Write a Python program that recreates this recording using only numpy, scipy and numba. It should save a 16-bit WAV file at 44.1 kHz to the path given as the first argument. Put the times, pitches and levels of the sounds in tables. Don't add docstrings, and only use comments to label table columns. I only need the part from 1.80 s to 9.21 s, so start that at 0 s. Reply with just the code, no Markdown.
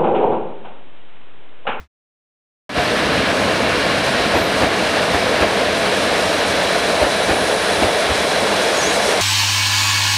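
import sys
import numpy as np
from scipy import signal
from scipy.fft import rfft, irfft, next_fast_len
from scipy.io import wavfile
from scipy.ndimage import uniform_filter1d
from numba import njit

SR = 44100
rng = np.random.default_rng(int(sys.argv[2]) if len(sys.argv) > 2 else 0)


def master(y):
    cut = np.clip(np.atleast_2d(y).T, -1, 1)
    pcm = np.round(cut * 32767)
    wavfile.write(sys.argv[1], SR, pcm.astype(np.int16))


N = 326781
TIME = np.arange(N) / SR
CUT_IN_S, FULL_S = 0.893, 0.975


def undb(db):
    return 10 ** (np.asarray(db) / 20)


def unit(x):
    return x / np.sqrt(np.mean(x ** 2))


def colour(x, points):
    hz, db = np.transpose(points)
    size = next_fast_len(N)
    bin_hz = np.maximum(np.arange(size // 2 + 1) * SR / size, 1)
    gain = undb(np.interp(np.log(bin_hz), np.log(hz), db))
    skirts = np.minimum(bin_hz / hz[0], 1) ** 2 * np.minimum(hz[-1] / bin_hz, 1) ** 2
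    return unit(irfft(rfft(x, size) * gain * skirts, size)[:N])


def walk(rate_hz, size=N):
    hold = max(int(SR / rate_hz), 1)
    levels = rng.standard_normal(size)[:size // hold + 1]
    return unit(uniform_filter1d(np.repeat(levels, hold), hold)[:size])


def contact(grit_db, flutter_db, flutter_hz):
    bumps = rng.standard_normal(N) * undb(grit_db * walk(900))
    return bumps * undb(flutter_db * walk(flutter_hz))


def blow(start_s, rise_s, decay_s):
    age = np.maximum(TIME - start_s, 0)
    shape = (1 - np.exp(-(age / rise_s) ** 2)) * np.exp(-age / decay_s)
    return shape / shape.max()


@njit
def follow(x, attack_s, release_s):
    out, level = np.empty(len(x)), 0.
    for i in range(len(x)):
        level += (x[i] - level) / (SR * (attack_s if x[i] > level else release_s))
        out[i] = level
    return out


def opening_hum(hum_hz=70, hum_db=-36, air_db=-46, fade_s=0.079):
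    # frequency in Hz, relative density in dB.
    air_spectrum = [(40, -9), (150, -1), (450, -8), (950, -7), (1800, -7), (3000, -14), (5500, -20),
                    (8000, -27), (14000, -36)]
    hum = undb(hum_db) * np.cos(2 * np.pi * hum_hz * (TIME - .002))
    air = undb(air_db) * colour(rng.standard_normal(N), air_spectrum)
    return (hum + air) * np.maximum(1 - TIME / fade_s, 0) ** 1.34


def squeak(at_s=7.034, half_s=.064, level_db=-25.5, echo_db=-7, echo_s=0.056):
    pitch_hz, dip_hz, dip_s = 6780, 900, .019
    age = TIME - at_s
    hz = pitch_hz - dip_hz / (1 + (age / dip_s) ** 2)
    phase = 2 * np.pi * np.cumsum(hz * (1 + 0.015 * walk(900))) / SR
    envelope = undb(level_db + 2.0 * walk(200)) * np.exp(-(age / half_s) ** 2)
    direct = np.sqrt(2) * np.sin(phase) * envelope
    tail = rng.standard_normal(N) * np.exp(-TIME / echo_s)
    scatter = signal.fftconvolve(direct, tail / np.linalg.norm(tail))[:N]
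    return direct + undb(echo_db) * scatter


def sing(peak_s, half_s, hz, width_hz, doppler_fall_per_s=.014):
    age = np.arange(3 * SR) / SR - 1.5
    size = len(age)
    phase = 2 * np.pi * hz * (age - doppler_fall_per_s * age ** 2 / 2)
    tone = walk(width_hz, size) * np.sin(phase) + walk(width_hz, size) * np.cos(phase)
    note = tone * np.exp(-(age / half_s) ** 2)
    index = int(peak_s * SR) + np.arange(size) - size // 2
    inside = (index >= 0) & (index < N)
    return np.bincount(index[inside], note[inside], N)


def wheel_song(faint_count=44, faint_db=-42, fall_db_per_khz=1.6, low_hz=2200, span_hz=8500):
    # peak time in s, half length in
    # s, pitch in Hz, width in Hz, level in dB.
    notes = [(1.001, .035, 713, 25.16, -22), (1.02, .06, 11440, 200, -51), (2.30, .1, 10000, 59.7, -49),
             (2.30, .1, 8990, 60, -50), (2.58, .025, 11900, 1200, -43), (2.66, .08, 12236, 35, -44),
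             (2.66, .09, 14530, 90, -58), (2.302, .5, 4020, 240, -35), (2.90, .06, 14700, 400, -60),
             (3.40, .03, 12620, 120, -51), (4.50, 0.3, 11570, 160, -54), (5.75, 0.73, 9700, 1700, -37),
             (6.849, 0.7, 3370, 80, -35)]
    out = sum(undb(db) * sing(peak_s, half_s, hz, width_hz) for peak_s, half_s, hz, width_hz, db in notes)
    for when, pitch in rng.random((faint_count, 2)):
        peak_s = FULL_S + when * (TIME[-1] - FULL_S)
        hz = low_hz + span_hz * pitch
        level_db = faint_db - fall_db_per_khz * (hz - low_hz) / 1000
        out += undb(level_db) * sing(peak_s, half_s=.24, hz=hz, width_hz=80)
    return out


def rail_joint(bounce_hz=70, bounce_s=0.041):
    # time in s, then thud, clunk and steel clash levels in dB.
    axles = [(0.975, -20, -27, -42), (2.545, -22, -13.5, -21), (2.820, -23, -13.5, -19.5),
             (3.339, -21.5, -16, -22), (3.61, -19, -13.5, -15.5), (5.220, -17.5, -13, -21),
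             (5.494, -21.5, -14.5, -22), (6.022, -20, -14, -22), (6.298, -20, -20, -26)]
    # frequency in Hz, relative density in dB.
    clunk_spectrum = [(90, -1), (180, -9), (300, 1), (480, 0), (660, 2.5), (850, -1.5), (1200, -23),
                      (2500, -13)]
    clash_spectrum = [(500, -20), (1000, 0), (1600, 1), (2500, -8), (4000, -19), (7000, -34), (11000, -52),
                      (15500, -72)]
    clunk = colour(rng.standard_normal(N), clunk_spectrum)
    clash = colour(rng.standard_normal(N), clash_spectrum)
    out = np.zeros(N)
    for at_s, thud_db, clunk_db, clash_db in axles:
        age = TIME - at_s
        swell = np.sin(np.pi * np.clip((age + .004) / bounce_s, 0, 1))
        out += undb(thud_db) * swell * np.cos(2 * np.pi * bounce_hz * age)
        out += undb(clunk_db) * clunk * blow(at_s - .015, rise_s=.016, decay_s=.049)
        out += undb(clash_db) * clash * blow(at_s - .005, rise_s=.015, decay_s=.028)
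    return out


def wheel_ring(coaches_from_s=2.2, coaches_by_s=4.8):
    # frequency in Hz, width in Hz, locomotive level in dB, coach level in dB.
    modes = [(123.3, 33, -34.5, -55), (199, 13, -33, -37), (260.5, 20, -34, -42.5), (332, 26, -46, -42.5),
             (490, 43, -35, -35), (604, 50, -29, -26.5), (672.4, 32, -30.5, -27.5), (1085, 48, -35, -39),
             (1497, 120, -40.5, -37.5), (1693, 110, -35, -33), (2290, 110, -33.5, -34.5),
             (2770, 53, -35, -40), (3410, 130, -49, -35), (3904, 62, -46, -34.5), (4090, 78, -50, -35.5)]
    coach_share = np.interp(TIME, [coaches_from_s, coaches_by_s], [0, 1])
    out = np.zeros(N)
    for hz, width_hz, loco_db, coach_db in modes:
        force = contact(grit_db=2.5, flutter_db=1, flutter_hz=4)
        ring = unit(signal.lfilter(*signal.iirpeak(hz, hz / width_hz, fs=SR), force))
        out += ring * undb(loco_db + (coach_db - loco_db) * coach_share)
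    return out


def rolling(throb_db=0.9, throb_hz=13, hiss_lift_db=4.5):
    # frequency in Hz, relative density in dB.
    sleepers = [(20, -24), (35, -19), (55, -9), (80, -2.5), (140, -9), (175, -0.5), (225, -2.5), (330, 0.5),
                (420, -23), (700, -35)]
    rails = [(220, -26), (330, -12), (420, -0.5), (520, -0.5), (670, -2), (780, -5.5), (950, -8.5),
             (1150, -14), (2000, -66)]
    wheels = [(650, -18), (1000, -3), (1300, -1.5), (1650, 0.5), (2050, -3), (2350, -3.5), (3150, -6),
              (3700, -7), (4050, -7), (4500, -10), (5300, -15.5), (7500, -35.5)]
    flanges = [(3500, -5), (5000, 3), (5700, 3), (7100, -3), (8000, -2), (8900, -0.5), (10000, -3),
               (11200, -9.5), (13000, -17.5), (15500, -49)]
    # time in s, level in dB before the lift.
    scrape = [(1.0, -39.5), (4.96, -35.5), (5.84, -34), (6.66, -34), (7.21, -30), (7.41, -31)]
    passed_s = TIME - FULL_S
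    rumble_db = -25 - 0.92 * passed_s
    roar_db = -22 + 0.35 * passed_s + throb_db * walk(throb_hz)
    rush_db = -20.5 - 0.14 * passed_s
    hiss_db = np.interp(TIME, *np.transpose(scrape)) + hiss_lift_db
    rumble = colour(contact(grit_db=0.8, flutter_db=0.96, flutter_hz=20), sleepers) * undb(rumble_db)
    roar = colour(contact(grit_db=1.35, flutter_db=0.5, flutter_hz=54), rails) * undb(roar_db)
    rush = colour(contact(grit_db=0, flutter_db=0.67, flutter_hz=40), wheels) * undb(rush_db)
    hiss = colour(contact(grit_db=0.76, flutter_db=0.88, flutter_hz=33), flanges) * undb(hiss_db)
    return rumble + roar + rush + hiss


def scene():
    fade_db = np.interp(TIME, [CUT_IN_S, (CUT_IN_S + FULL_S) / 2, FULL_S], [-12, -9.5, 0])
    fade_in = undb(fade_db) * (TIME >= CUT_IN_S)
    train = rolling() + wheel_ring() + wheel_song() + rail_joint() + squeak()
    mono = train * fade_in + opening_hum()
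    return np.array([mono, mono])


def record(dry, threshold_db=-16, slope=0.61, attack_s=0.048, release_s=0.11, top_hz=15400):
    power = uniform_filter1d(dry[0] ** 2, size=600)
    level_db = 10 * np.log10(np.maximum(power, 1e-12))
    over_db = follow(np.maximum(level_db - threshold_db, 0), attack_s, release_s)
    ducked = dry * undb(-slope * over_db)
    rounded = 1.5 * np.tanh(ducked / 1.5)
    return signal.sosfilt(signal.ellip(10, .1, 80, top_hz, fs=SR, output="sos"), rounded)


dry = scene()
out = record(dry)
master(out)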